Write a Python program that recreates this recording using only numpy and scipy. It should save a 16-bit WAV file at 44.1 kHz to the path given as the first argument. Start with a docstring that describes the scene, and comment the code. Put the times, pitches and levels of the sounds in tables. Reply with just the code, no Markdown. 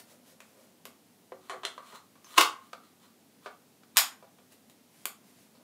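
"""In a small room, a shotgun is put together over its open plastic case.
The barrel knocks and slides into the receiver and seats with a heavy clack; catches snap, hands rub and tap the stock.
Each contact is a tiny crack plus a short clatter, duller and longer the softer it is, ringing in the struck part.
Rubbing is made of many tiny random slips that swell and fade. A small pin pings, and the room answers
the contacts and the rubbing, over rumble, hiss and a faint hum."""
import sys
import numpy as np
from scipy import signal
from scipy.fft import rfft, irfft
from scipy.io import wavfile
from scipy.ndimage import uniform_filter1d

SR = 44100
rng = np.random.default_rng(int(sys.argv[2]) if len(sys.argv) > 2 else 0)


def wrap_up_sound(samples):
    """Save the sound to the file named by the first command line argument, as 16-bit audio."""
    columns = np.atleast_2d(samples).T
    # keep every value between -1 and 1, then stretch to whole-number steps
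    tamed = np.clip(columns, -1, 1)
    steps = np.round(tamed * 32767).astype(np.int16)
    wavfile.write(sys.argv[1], SR, steps)


N = 248266

# Levels in the tables are relative: the mix sets the balance between the layers.
# hands and sleeves brushing the stock: fastest moment t/s, rise/s, level/dB
BRUSH_STROKES = [(0, 0.0073, -46), (.11, .027, -58.5), (.295, 0.034, -59), (.49, 0.057, -67.5),
                 (.625, 0.05, -65), (2.305, 0.041, -59), (4.526, 0.011, -56.5), (5.0, 0.063, -62.5),
                 (5.285, 0.041, -65), (5.41, 0.056, -63.5)]
# tone of the brushing: f/Hz, level/dB
BRUSH_TONE = [(300, 0), (600, 2.5), (1200, -1.5), (2200, 1.5), (4000, 0), (7000, -1.5), (11000, -1),
              (15000, -6)]
# still air of the room and microphone hiss: f/Hz, level/dB
AIR_TONE = [(35, -67.5), (60, -40.5), (87, -20.5), (167, -10.5), (242, -4), (335, -13), (394, -13),
            (486, -14.5), (521, -17), (688, -16.5), (1260, -25), (3930, -26.5), (7030, -28), (12000, -28.5),
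            (15500, -31)]
# rubber butt pad shifting in the case: fastest moment t/s, level/dB
PAD_MOVES = [(.12, -65), (.33, -69), (.58, -64.5), (.75, -72), (5.6, -66)]
# tone of the rubbing pad: f/Hz, level/dB
PAD_TONE = [(300, -28.5), (450, -4.5), (590, 2.5), (720, -18), (900, -12.5), (3000, -35)]
# spring catches and small steel parts snapping:
# t/s, strength/dB, softness/(dB per octave), struck spot f/Hz, level sent to the room/dB, bass limit f/Hz
SNAP_HITS = [(0.4041, -17, 4, 2450, -1, 487), (0.854, -12.5, 2.6, 12400, -2.5, 348),
             (2.2446, -25, 3, 1550, -1.5, 700), (3.97, 8.5, -0.15, 4850, 4, 660),
             (4.698, -30.5, 1, 3750, 0, 397), (5.0555, -1, 1, 13000, -5.5, 310)]
# tone of a snap: f/Hz, level/dB
SNAP_TONE = [(510, -2), (1060, -0.5), (1940, -1.1), (3350, 1.5), (6300, -2), (8000, 1.5), (13500, -0.56),
             (15500, -2.5)]
# barrel knocking its way in:
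# t/s, strength/dB, softness/(dB per octave), struck spot f/Hz, level sent to the room/dB
KNOCK_HITS = [(1.3204, -8.5, 12, 524, -6.5), (1.4968, -4.5, 5, 740, 2.5), (1.5332, -10, 12, 1750, -0.5),
              (1.634, -6.5, 7, 3650, 1), (1.6515, -1, 2.25, 3500, -3), (1.779, -11.5, 7, 1160, -2.5),
              (1.922, -20, 6, 880, 7)]
# tone of a knock: f/Hz, level/dB
KNOCK_TONE = [(510, -5), (1060, -3.5), (1940, 1.5), (3350, 3), (6700, 1), (11500, -2), (15000, -19)]
# steel sliding on steel: fastest moment t/s, rise/s, level/dB
SLIDE_STROKES = [(1.49, 0.048, -62), (1.9, 0.055, -55.5), (1.958, 0.01, -49.5), (2.35, 0.053, -52),
                 (2.376, 0.0063, -34), (2.65, 0.035, -63), (2.85, .02, -63.5), (3.04, 0.028, -60.5),
                 (3.456, 0.022, -57), (3.968, 0.0086, -43.5)]
# tone of the sliding: f/Hz, level/dB
SLIDE_TONE = [(350, -13), (700, -7), (1200, -1), (1900, -7), (3600, -1.5), (6000, -8), (10000, -10.5),
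              (15000, -13.5)]
# dull taps on stock and fore-end:
# t/s, strength/dB, softness/(dB per octave), struck spot f/Hz, level sent to the room/dB
TAP_HITS = [(2.155, -26.5, 6, 1100, -3.5), (2.731, -7, 5.9, 1345, -6), (3.4602, -4, 9.2, 1741, -3),
            (3.8337, -26.5, 4.6, 1295, -8.5), (4.2254, -20, 9.1, 715, -1.5),
            (4.3855, -24.5, 8.7, 3300, -5.5), (5.551, -30.5, 5.1, 4616, 1)]
# tone of a tap: f/Hz, level/dB
TAP_TONE = [(510, -5.5), (1060, 0), (1940, 1.5), (3350, 4), (6700, 0.5), (12200, -6)]
# ways the small pin vibrates: f/Hz, level/dB, time to fall by 60 dB/s
PIN_RINGS = [(5300, -5.5, .15), (6000, -3, 0.18), (6330, 0, .13)]
# barrel seating and rebounding:
# t/s, strength/dB, softness/(dB per octave), struck spot f/Hz, level sent to the room/dB
CLACK_HITS = [(2.3783, 13, 3.6, 2618, -3), (2.3815, 18.65, 3.73, 1047, -2), (2.4071, 8.5, 3.6, 4500, -3),
              (2.4102, 11, 1.8, 1005, -2.5), (2.43, -1.5, 2.6, 2900, -7.5)]
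# tone of a clack: f/Hz, level/dB
CLACK_TONE = [(510, -8), (1060, 2.5), (1940, 1.5), (3350, 2), (6700, 0), (12200, -3)]
# resonances of the catches: f/Hz, width/Hz, lift/dB
CATCH_RINGS = [(440, 55, 2.4), (940, 200, 1.8), (1100, 130, 5.5), (1750, 73, 1), (2450, 370, 5.1),
               (4230, 60, 1.5), (5100, 33, 2), (6300, 37, 2.87), (6960, 110, 8.2), (8640, 92, 3),
               (10000, 96, 2.6), (13000, 260, 3.4)]
# resonances of the barrel, and hollows where the lift is negative: f/Hz, width/Hz, lift/dB
BARREL_RINGS = [(374, 8.5, 14), (495, 87, 1.5), (810, 78, -8), (1104.4, 160, 10), (1552, 7.9, 4),
                (1989, 17, 7.5), (2612, 400, -2), (3070, 30, 7.5), (3720, 15, 2.5), (4100, 27, 6),
                (4170, 40, 8.5), (5140, 1800, -6), (6540, 200, 1), (7600, 120, 3.5), (12300, 2700, -8)]
# resonances and hollows of the stock: f/Hz, width/Hz, lift/dB
STOCK_RINGS = [(493, 39, 4), (700, 35, 4), (985, 52, 2), (1200, 130, 4), (1520, 66, 3.5), (1730, 60, 1.5),
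               (1935, 320, -10), (2330, 120, 4.5), (2900, 310, -2.5), (3393, 85, 4), (4660, 320, 4.5)]
# resonances and hollows of the receiver: f/Hz, width/Hz, lift/dB
RECEIVER_RINGS = [(317, 19, 7), (457, 70, 4), (650, 42, -4), (797, 190, -8), (885.6, 12, 2),
                  (980, 6.7, 5.5), (1063, 14, 1.5), (1130, 42, 6.5), (1198, 56, 4.5), (1360, 28, 3),
                  (1750, 350, -8), (1920, 20, 3.5), (2183, 40, 3), (2590, 16, 4), (2860, 210, 8),
                  (3222, 13, 6.5), (3660, 14, 6), (3710, 40, 11.5), (3866, 12, 7), (4680, 40, 6),
                  (7060, 80, 3.5), (12700, 500, 4), (14540, 2000, -9)]
# first reflections of the room: delay t/s, level/dB
EARLY_ECHOES = [(.0031, -18), (.0095, -13.5), (0.0178, -11)]
# how long the room rings: f/Hz, time to fall by 60 dB/s
ROOM_DECAY = [(200, 0.02), (530, 0.29), (1200, 0.32), (3600, 0.2419), (9000, 0.23), (15000, 0.18)]
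# tone of the room's answer: f/Hz, level/dB
ROOM_TONE = [(400, 2.5), (1000, 2.5), (2500, -1), (7000, 1), (14000, 1.5)]

AIR_DB, HUM_HZ, HUM_DB = -62, 98.5, -82
PING_S, PING_DB = 2.2455, -53.5
CUTOFF_HZ = 15600
TAIL = SR // 2  # samples
SIZE = 2 ** 16  # samples in each spectrum
HZ = np.maximum(np.arange(SIZE // 2 + 1) * SR / SIZE, 1)
PIVOT_HZ = 1060  # softness tilts the tone around this pitch
BASE_CLATTER_S = .0008  # softness adds to this time
SPOT_Q = 4.1  # pitch of the struck spot divided by its bandwidth
# how long a stroke takes to fade, as a share of its rise
BRUSH_FADE_SHARE, PAD_FADE_SHARE, SLIDE_FADE_SHARE = .7, 1.1, .55
PAD_RISE_S = 0.04


def from_db(db):
    """Turn decibels into a gain."""
    return 10 ** (np.asarray(db) / 20)


def unit_energy(x):
    """Scale so that the squares sum to one."""
    return x / np.sqrt(np.sum(x ** 2) + 1e-20)


def add(out, s, sound):
    """Mix a sound in at a time in seconds."""
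    start = max(round(s * SR), 0)
    out[start:start + len(sound)] += sound[:N - start]


def at_hz(points, hz):
    """Read a value between (f/Hz, value) points, with pitch on a log scale."""
    pitch, value = np.transpose(points)
    return np.interp(np.log(hz), np.log(pitch), value)


def coloured(x, points):
    """Give a sound the tone in (f/Hz, level/dB) points, with no sound ahead of its cause."""
    # folding the cepstrum makes the filter respond as early as it can (minimum phase)
    cepstrum = irfft(np.log(from_db(at_hz(points, HZ))))
    cepstrum[1:SIZE // 2] *= 2
    cepstrum[SIZE // 2 + 1:] = 0
    response = irfft(np.exp(rfft(cepstrum)))[:SR // 20]
    return signal.fftconvolve(x, response)[:len(x)]


def high_pass(x, hz, order):
    """Take away the bass with a Butterworth filter."""
    return signal.sosfilt(signal.butter(order, hz, "high", fs=SR, output="sos"), x)


def even_burst(envelope, width_hz):
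    """Make noise under an envelope, with its energy evened out across the spectrum."""
    spectrum = rfft(rng.standard_normal(len(envelope)) * envelope, SIZE)
    power = uniform_filter1d(np.abs(spectrum) ** 2, int(width_hz * SIZE / SR) + 1)
    even = irfft(spectrum / np.sqrt(power + 1e-12))
    return unit_energy(even[:len(envelope)])


def resonate(x, resonances):
    """A part rings longer at its narrower resonances and gives little sound in its hollows."""
    for hz, width_hz, lift_db in resonances:
        peak = signal.iirpeak(hz, hz / width_hz, SR)
        ringing = signal.lfilter(*peak, x + 1e-18)
        x = x + (from_db(lift_db) - 1) * ringing
    return x


def room_response(build_s):
    """A few early reflections and a diffuse tail whose decay time depends on pitch."""
    t = np.arange(TAIL) / SR
    usual_t60 = at_hz(ROOM_DECAY, 2200)
    build_up = 1 - np.exp(-(t / build_s) ** 2)
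    envelope = build_up * np.exp(-np.log(1000) * t / usual_t60)
    spectrum = rfft(even_burst(envelope, width_hz=180), SIZE)
    tail = 0
    for k, (hz, t60) in enumerate(ROOM_DECAY):
        # each band fades smoothly into its neighbours
        share = at_hz([(row[0], j == k) for j, row in enumerate(ROOM_DECAY)], HZ)
        band = irfft(spectrum * share)[:TAIL]
        tail = tail + band * np.exp(-np.log(1000) * t * (1 / t60 - 1 / usual_t60))
    for delay, db in EARLY_ECHOES:
        tail[round(delay * SR)] += from_db(db)
    return coloured(unit_energy(tail), ROOM_TONE)


def in_room(x, room):
    """The room answers a sound with reflections and a tail."""
    return signal.fftconvolve(x, room)[:N]


def friction(strokes, fade_share, colour, grains_per_s, grit_db):
    """Rubbing surfaces catch in many tiny slips that swell and fade with each stroke."""
    t = np.arange(N) / SR
    speed = np.zeros(N)
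    for s, rise, db in strokes:
        width_s = np.where(t < s, rise, fade_share * rise)
        speed += from_db(db) * np.exp(-.5 * ((t - s) / width_s) ** 2)
    happens = rng.random(N) < grains_per_s / SR
    # grit makes some slips much stronger than others
    slips = happens * rng.standard_normal(N) * from_db(grit_db * rng.standard_normal(N))
    texture = high_pass(coloured(slips, colour), 360, order=3)
    return speed * np.sqrt(N) * unit_energy(texture)


def contact(strength_db, softness, spot_hz, colour, lowest_hz, spot_db, clatter_s_per_softness, crack_db):
    """A crack and short clatter favour the struck spot's pitch; softer is duller and longer."""
    t = np.arange(SR // 10) / SR
    clatter_s = max(BASE_CLATTER_S + clatter_s_per_softness * softness, 1e-4)
    force = even_burst(np.exp(-t / clatter_s), width_hz=320)
    force[0] += from_db(crack_db)  # the crack is a single sample
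    tone = [(hz, db + strength_db - softness * np.log2(hz / PIVOT_HZ)) for hz, db in colour]
    hit = high_pass(coloured(unit_energy(force), tone), lowest_hz, order=5)
    return resonate(hit, [(spot_hz, spot_hz / SPOT_Q, spot_db)])


def strike(hits, part, room):
    """Hits (t/s, sound, room level/dB) make the part ring and carry into the room."""
    direct, to_room = np.zeros(N), np.zeros(N)
    for s, hit, room_db in hits:
        add(direct, s, hit)
        add(to_room, s, hit * from_db(room_db))
    return resonate(direct + in_room(to_room, room), part)


def background():
    """Low room rumble and hiss are shaped noise; a faint hum is a steady sine."""
    air = high_pass(coloured(rng.standard_normal(N), AIR_TONE), 94, order=4)
    hum = np.sqrt(2) * np.sin(2 * np.pi * HUM_HZ * np.arange(N) / SR)
    return from_db(AIR_DB) * np.sqrt(N) * unit_energy(air) + from_db(HUM_DB) * hum


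def brushes():
    """Hands and sleeves brush the stock in dense, fine slips."""
    return friction(BRUSH_STROKES, BRUSH_FADE_SHARE, BRUSH_TONE, grains_per_s=17000, grit_db=2.0)


def pad_rubs():
    """The rubber butt pad shifts in the case with sparser, dull slips."""
    strokes = [(s, PAD_RISE_S, db) for s, db in PAD_MOVES]
    return friction(strokes, PAD_FADE_SHARE, PAD_TONE, grains_per_s=1600, grit_db=2)


def snaps(room):
    """Catches and small steel parts snap, each with its own bass limit."""
    hits = []
    for s, db, softness, spot_hz, room_db, lowest_hz in SNAP_HITS:
        hit = contact(db, softness, spot_hz, SNAP_TONE, lowest_hz, spot_db=4.5,
                      clatter_s_per_softness=.00006, crack_db=-10.5)
        hits.append((s, hit, room_db))
    return strike(hits, CATCH_RINGS, room)


def knocks(room):
    """The barrel bumps against the receiver on its way in and rings."""
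    hits = []
    for s, db, softness, spot_hz, room_db in KNOCK_HITS:
        hit = contact(db, softness, spot_hz, KNOCK_TONE, lowest_hz=365, spot_db=8.0,
                      clatter_s_per_softness=0.00048, crack_db=-8)
        hits.append((s, hit, room_db))
    return strike(hits, BARREL_RINGS, room)


def slides():
    """Steel slides on steel in gritty slips that make the barrel ring."""
    slips = friction(SLIDE_STROKES, SLIDE_FADE_SHARE, SLIDE_TONE, grains_per_s=5200, grit_db=4.5)
    return resonate(slips, BARREL_RINGS)


def taps(room):
    """Light blows make the stock and fore-end ring dully."""
    hits = []
    for s, db, softness, spot_hz, room_db in TAP_HITS:
        hit = contact(db, softness, spot_hz, TAP_TONE, lowest_hz=410, spot_db=8,
                      clatter_s_per_softness=0.00067, crack_db=-12)
        hits.append((s, hit, room_db))
    return strike(hits, STOCK_RINGS, room)


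def ping():
    """A small steel pin rings out freely as a few fading sines of close pitch."""
    out, t = np.zeros(N), np.arange(TAIL) / SR
    for hz, db, t60 in PIN_RINGS:
        fade = np.exp(-np.log(1000) * t / t60)
        add(out, PING_S, from_db(PING_DB + db) * np.sin(2 * np.pi * hz * t) * fade)
    return out


def clacks(room):
    """The barrel slams home and rebounds, and the receiver rings."""
    hits = []
    for s, db, softness, spot_hz, room_db in CLACK_HITS:
        hit = contact(db, softness, spot_hz, CLACK_TONE, lowest_hz=270, spot_db=6.5,
                      clatter_s_per_softness=.00095, crack_db=-16)
        hits.append((s, hit, room_db))
    return strike(hits, RECEIVER_RINGS, room)


def scene():
    """Mix the contacts, rubbing and ping with the room's answer and the background."""
    room = room_response(build_s=0.0022)
    hits = snaps(room) + knocks(room) + taps(room) + clacks(room)
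    rubbing = from_db(-3.5) * brushes() + from_db(-3) * pad_rubs() + from_db(-3.0) * slides()
    mix = from_db(-1.0) * hits + ping() + rubbing + in_room(rubbing, room) + background()
    return mix[None]


def record(dry):
    """A steep low-pass filter cuts the highest treble."""
    return signal.sosfilt(signal.ellip(10, .2, 70, CUTOFF_HZ, fs=SR, output="sos"), dry)


dry = scene()
out = record(dry)
wrap_up_sound(out)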